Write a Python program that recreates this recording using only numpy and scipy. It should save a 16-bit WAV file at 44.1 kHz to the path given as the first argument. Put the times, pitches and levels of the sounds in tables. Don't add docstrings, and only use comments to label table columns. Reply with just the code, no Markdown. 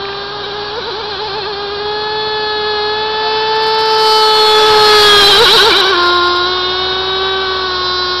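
import sys
import numpy as np
from scipy import signal
from scipy.fft import rfft, irfft, next_fast_len
from scipy.io import wavfile
from scipy.ndimage import uniform_filter1d

SR = 44100
rng = np.random.default_rng(int(sys.argv[2]) if len(sys.argv) > 2 else 0)


def volts_from_decibels(level):
    exponent = np.asarray(level, float) / 20
    return 10 ** exponent


def int16_out(signal):
    q = np.round(np.clip(np.atleast_2d(signal).T, -1, 1) * 32767)
    wavfile.write(sys.argv[1], SR, q.astype(np.int16))


N = 361619

# t/s, nearness/dB, bearing off the bow/degrees,
# extra path off the water for the pipe/ms, for the hull/ms
LAP = [(0.0, -42, -104, 0.45, 0.19), (0.35, -43.5, -109, 0.44, 0.16), (1.25, -37, -79.5, 0.5, 0.17),
       (1.74, -40, -105, 0.502, 0.19), (1.95, -35.0, -78, 0.43, 0.17), (2.83, -31.9, -85.5, 0.35, 0.18),
       (3.28, -28.5, -34.5, 0.332, 0.18), (3.71, -27, -36.5, 0.41, 0.17), (4.32, -29.5, 59, 0.435, 0.2),
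       (4.75, -23.5, 92, 0.38, 0.24), (5.0, -17, 100.5, 0.2, 0.25), (5.59, -17, 120, 0.15, 0.21),
       (5.88, -21.5, 145, 0.15, 0.248), (6.09, -29.5, 204, 0.26, 0.2453), (6.64, -28.5, 139.5, 0.27, 0.19),
       (7.05, -32, 133, 0.3, 0.16), (7.37, -28, 143.5, 0.23, 0.21), (8.2, -33, 197.5, 0.1, 0.22)]
PIPE_ORDERS = 4


def rms_one(x):
    return x / np.sqrt(np.mean(x ** 2) + 1e-20)


def in_time(rows):
    s, *columns = np.transpose(rows)
    return [np.interp(np.arange(N) / SR, s, c) for c in columns]


def at_hz(points, hz):
    points_hz, points_db = np.transpose(points)
    return np.interp(np.log(hz), np.log(points_hz), points_db)


def drift(rate):
    r = np.exp(-80 * np.pi * rate / SR)
    slow = signal.lfilter([1], [1, -2 * r, r * r], rng.standard_normal(N // 40 + 2002))[2000:]
    return np.interp(np.arange(N) / 40, np.arange(len(slow)), rms_one(slow))


def coloured(points):
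    size = next_fast_len(N)
    hz = np.arange(1, size // 2 + 2) * SR / size
    octaves_outside = np.abs(np.log2(hz / np.clip(hz, points[0][0], points[-1][0])))
    gain = volts_from_decibels(at_hz(points, hz) - 60 * octaves_outside)
    return rms_one(irfft(rfft(rng.standard_normal(size)) * gain, size)[:N])


def resonance(x, hz, width_hz):
    r = np.exp(-np.pi * width_hz / SR)
    zeros = np.array([1, 0, -1]) * (1 - r * r) / 2
    return signal.lfilter(zeros, [1, -2 * r * np.cos(2 * np.pi * hz / SR), r * r], x)


def crank(wobble_hz, skip_wobble_hz):
    # t/s, f/Hz
    cruising = [(0.0, 395.3), (0.61, 413.5), (0.95, 441.6), (1.27, 385), (1.88, 420), (2.21, 431.4),
                (2.9, 418.3), (2.91, 430.5), (3.78, 440.3), (4.94, 424.6), (5.36, 396.9), (5.88, 403.6),
                (5.88, 350.4), (6.42, 354), (6.8, 371), (7.35, 384.2), (7.73, 365), (8.2, 362.6)]
    # t of bite/s, race/%, bog/%, bite length/s
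    hull_skips = [(0.323, 3.5, 0.5, 0.083), (0.406, 2, 7.5, 0.039), (0.432, 6, 0.77, 0.003),
                  (0.479, 2.2, 4.5, 0.04693), (0.559, 2.14, 2.0, 0.063), (0.655, 0.45, 4.0, 0.048),
                  (0.79, 16, 17.5, 0.03116), (0.891, 11.5, 18.5, 0.034), (1.009, 9.4, 9.5, 0.025),
                  (1.093, 4.5, 9.5, 0.077), (1.223, 11, -0.5, 0.021), (1.263, 14, 3.5, 0.034),
                  (1.372, 14, 6.5, 0.069), (1.484, 10.5, 4, 0.065), (1.604, 2, 3, 0.097),
                  (1.733, 1.24, 3.5, 0.059), (2.663, 1.22, 0.39, 0.148), (4.594, 1.83, 0.5, 0.043),
                  (4.66, 1.58, -0.5, 0.052), (5.204, 1.3, 3.5, 0.034), (5.295, 5.5, 4.5, 0.042),
                  (5.43, 24, 12.5, 0.039), (5.554, 18.5, 13.5, 0.03), (5.677, 18, 19, 0.05),
                  (5.801, 0.4, 10, 0.031), (5.904, 8.5, 5, 0.052), (6.126, 1.0, 0.9, 0.091),
                  (6.463, 2.22, -1.28, 0.13), (7.415, 0.8, 0.6, 0.068), (7.499, 0.45, -1.64, 0.18)]
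    race_rate = 396
    t = np.arange(N) / SR
    skips_percent = np.zeros(N)
    for s, race, bog, bite in hull_skips:
        start = s - abs(race) / race_rate
        end = s + bite + abs(bog) / race_rate
        skips_percent += np.interp(t, [start, s, s + bite, end], [0, race, -bog, 0])
    cruise = uniform_filter1d(in_time(cruising)[0], size=8800, mode="nearest")
    hz = cruise * (1 + skips_percent / 100)
    inertia = np.hanning(1041)
    hz = signal.fftconvolve(np.pad(hz, 520, "edge"), inertia / inertia.sum(), "valid")
    skipping = np.tanh(uniform_filter1d(np.abs(np.gradient(hz)) * SR, size=6000) / 500)
    hz = hz + wobble_hz * drift(24.34) + skip_wobble_hz * skipping * drift(44.92)
    return hz, 2 * np.pi * np.cumsum(hz) / SR, skipping


def radiated(hz):
    # level/dB, louder ahead/dB, to port/dB, along the keel/dB, on the diagonal/dB
    order_lobes = [(13.5, -1.25, 0.18, -0.45, 3), (5, 5, 0.37, -1.5, 2), (2.5, -5, 0.65, 2, 5.5),
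                   (1.3, -3.8, -2, -0.5, 3.5), (-14.5, -2.6, -2.5, 0.1, 3), (-10.5, 1.5, 0.6, -2, 1.5),
                   (-8, 7.5, 3, -2, 5), (-4.5, 6, 4, -8.5, 0), (-2.5, 1.8, 2.5, -2.9, 4),
                   (6.5, 2, 5, -3, 3.5), (4, -1.6, 0.5, 3.9, 7.5), (-1.1, -0.2, 0, 9.5, 7)]
    water_mirror = 0.68
    close_db, close_lift = -27, .3
    near_db, bearing, pipe_ms, hull_ms = in_time(LAP)
    bearing = np.radians(bearing)
    mean_hz = uniform_filter1d(hz, size=8000)
    sides = np.array([np.cos(bearing), np.sin(bearing), np.cos(2 * bearing), np.sin(2 * bearing)])
    level = {}
    for order, (db, *lobes_db) in enumerate(order_lobes, 1):
        path_ms = pipe_ms if order <= PIPE_ORDERS else hull_ms
        cycles = order * mean_hz * path_ms / 1000
        mirror = 1 + water_mirror ** 2 - 2 * water_mirror * np.cos(2 * np.pi * cycles)
        level[order] = near_db + db + lobes_db @ sides + 10 * np.log10(mirror + 1e-4)
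        if order > PIPE_ORDERS + 2:
            level[order] += close_lift * np.clip(near_db - close_db, 0, None)
    return level


def engine(hz, angle, skipping, flutter_db, flutter_db_per_order):
    # f/Hz, level/dB
    whine_top = [(3800, 2), (4300, -16.5), (4750, -19.5), (5150, -17), (5600, -26.5), (6000, -21.5),
                 (6400, -42.5), (7000, -62)]
    # t/s, heard Hz per Hz aboard
    doppler_ratio = [(0, 0.93), (4.6, 1.47), (5.3, 1.008), (8.2, 1.004)]
    # f/Hz, level/dB
    body_modes = [(340, -23.5), (420, -18.5), (480, -11.5), (680, -36.5), (780, -27), (900, -19.5),
                  (1020, -18), (1110, -11), (1210, -27), (1350, -11.5), (1500, -7), (1650, -15),
                  (1880, -42.5),
                  (2100, -25), (2260, -16), (2400, -21.5), (2580, -43), (2900, -22.5), (3220, -21),
                  (3450, -28), (3900, -13.5), (4180, -28), (4350, -22), (4650, -28.5), (5100, -39),
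                  (5800, -27), (6500, -66.5)]
    whine_orders = (8, 9, 10, 11)
    lift_db, lifted_orders = 1.5, (9, 11, 12)
    bite_db, bite_hz_per_s = -1, 1700
    fade_db, fades_per_s = .7, 2.5
    level = radiated(hz)
    for order in range(13, 17):
        level[order] = level[12] + at_hz(whine_top, order * hz) - at_hz(whine_top, 12.0 * hz)
    aboard_hz = hz / in_time(doppler_ratio)[0]
    whine = np.sqrt(sum(volts_from_decibels(level[order]) ** 2 for order in whine_orders) / len(whine_orders))
    falling_hz_per_s = -uniform_filter1d(np.gradient(hz), size=600) * SR
    drag = np.tanh(np.clip(falling_hz_per_s / bite_hz_per_s, 0, None))
    out = 0
    for order, db in level.items():
        swept = volts_from_decibels(at_hz(body_modes, order * aboard_hz))
        gain = volts_from_decibels(db) * swept / np.sqrt(uniform_filter1d(swept ** 2, size=11000))
        if order >= whine_orders[0]:
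            share = .65 * skipping
            gain = (1 - share) * gain + share * whine * swept * volts_from_decibels(19.5)
        flutter = (flutter_db + flutter_db_per_order * order) * drift(24.7)
        flutter = flutter + fade_db * drift(fades_per_s)
        flutter = flutter + bite_db * drag * (order <= PIPE_ORDERS) + lift_db * (order in lifted_orders)
        wander = .025 * order * drift(12) + rng.uniform(0, 2 * np.pi)
        out = out + np.sqrt(2) * gain * volts_from_decibels(flutter) * np.sin(order * angle + wander)
    return out


def banks(x):
    # delay/s, level/dB
    reflections = [(.023, -18), (.041, -18), (.067, -19), (.104, -20)]
    thin = signal.sosfilt(signal.butter(2, 1500, "high", fs=SR, output="sos"), x)
    return sum(volts_from_decibels(db) * np.pad(thin, (round(s * SR), 0))[:N] for s, db in reflections)


def spray(angle, gate, patchy_db):
    # t/s, level/dB
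    tail_level = [(0, -27.5), (.8, -26), (1.6, -27.5), (2.6, -27.5), (3.4, -24.5), (4.2, -22.5),
                  (4.65, -17.5), (5.2, -13), (5.6, -15), (6.0, -19.5), (6.4, -23.5), (7.4, -23.5),
                  (8.2, -25.5)]
    # f/Hz, level/dB per Hz
    rush_colour = [(250, -9), (450, 2), (650, -1.5), (1000, 6), (1400, 2), (1750, -6.5), (2000, -43)]
    middle_colour = [(1600, 7), (2000, -4.5), (2500, -2), (3000, -3.5), (3400, -16)]
    hiss_colour = [(2700, -16), (3300, -5), (3900, -4), (4400, -9.5), (4800, -12.5), (5300, -12),
                   (5900, -18), (6400, -43)]
    puff = 1 + gate * np.cos(angle)
    db = in_time(tail_level)[0]
    ahead = np.cos(np.radians(in_time(LAP)[1]))
    shared = patchy_db * drift(6.6)
    rush = volts_from_decibels(db - 3.0 + shared) * coloured(rush_colour)
    above_far_db = db + 29
    middle_db = -41 + 1.56 * above_far_db + 2.5 * ahead
    hiss_db = -34 + 1.3 * above_far_db - .5 * ahead
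    middle = volts_from_decibels(middle_db + shared) * coloured(middle_colour)
    hiss = volts_from_decibels(hiss_db + shared) * coloured(hiss_colour)
    return rush + (middle + hiss) * puff


def background():
    # f/Hz, level/dB per Hz
    traffic_colour = [(20, -14), (50, -2.5), (120, -1), (250, 1.5), (450, -2), (900, -1.5)]
    # t/s, level/dB
    hull_wash = [(0, -71.5), (4.2, -76.5), (4.7, -39), (5.3, -31), (5.7, -38), (5.95, -71), (8.2, -62.5)]
    machine_hz = [74.6, 135.7]
    out = volts_from_decibels(-36.5) * coloured(traffic_colour)
    wash_db = in_time(hull_wash)[0] + 3.3 * drift(12)
    out = out + volts_from_decibels(wash_db) * coloured([(20, -2.0), (120, -0.5), (400, -23.0)])
    swell_db = np.interp(np.arange(N) / SR, [5.84, 5.84 + 0.34], [0, 7])
    for hz, db, sway_db in zip(machine_hz, [-46 + swell_db, -47], [-0.9, 1.5]):
        phase = 2 * np.pi * np.cumsum(hz + .8 * drift(0.84)) / SR
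        out = out + np.sqrt(2) * volts_from_decibels(db + sway_db * drift(.8)) * np.sin(phase)
    return out + volts_from_decibels(-54) * rms_one(resonance(rng.standard_normal(N), 5530, 30))


def taps():
    # t/s, peak level/dB
    knocks = [
        (.053, -16),
        (.088, -16.5),
        (.13, -16.5),
        (7.1, -23),
        (7.15, -24),
    ]
    burst = np.zeros(N)
    for s, db in knocks:
        i = round(s * SR)
        burst[i:i + 500] = volts_from_decibels(db) * rng.standard_normal(500) * np.hanning(500) ** 2
    high = resonance(resonance(burst, 2400, 500), 2400, 500)
    low = resonance(resonance(burst, 1850, 300), 1850, 300)
    return np.roll(3 * high + 4 * low, -250)


def honks():
    # t/s, length/s, start f/Hz, end f/Hz, level/dB
    bird_calls = [
        (3.201, 0.12, 690, 717, -26),
        (4.573, 0.082, 558, 635, -24),
    ]
    out = np.zeros(N)
    for s, length, start_hz, end_hz, db in bird_calls:
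        n = round(length * SR)
        i = round(s * SR)
        phase = 2 * np.pi * np.cumsum(np.linspace(start_hz, end_hz, n)) / SR
        voice = np.sin(phase) + 0.31 * np.sin(2 * phase)
        out[i:i + n] = volts_from_decibels(db) * np.hanning(n) ** .5 * voice
    return out


def scene():
    hz, angle, skipping = crank(wobble_hz=.4, skip_wobble_hz=1.2)
    tones = engine(hz, angle, skipping, flutter_db=.5 + skipping, flutter_db_per_order=.05 + .05 * skipping)
    tail = volts_from_decibels(-0.5 * skipping) * spray(angle, gate=.15, patchy_db=.35)
    boat = tones + banks(tones) + tail
    return (boat + background() + taps() + honks())[None]


def top_cut(x):
    return signal.sosfilt(signal.butter(12, 16460, fs=SR, output="sos"), x)


def record(dry):
    input_clip, output_clip = 0.76, .715
    overloaded = np.clip(volts_from_decibels(1.0) * dry, -input_clip, input_clip)
    narrow = signal.sosfiltfilt(signal.cheby2(7, 40, 7050, fs=SR, output="sos"), overloaded)
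    clipped = np.clip(narrow, -output_clip, output_clip)
    clipped = signal.sosfiltfilt(signal.cheby2(12, 40, 16050, fs=SR, output="sos"), clipped)
    return top_cut(clipped - .003)


dry = scene()
out = record(dry)
int16_out(out)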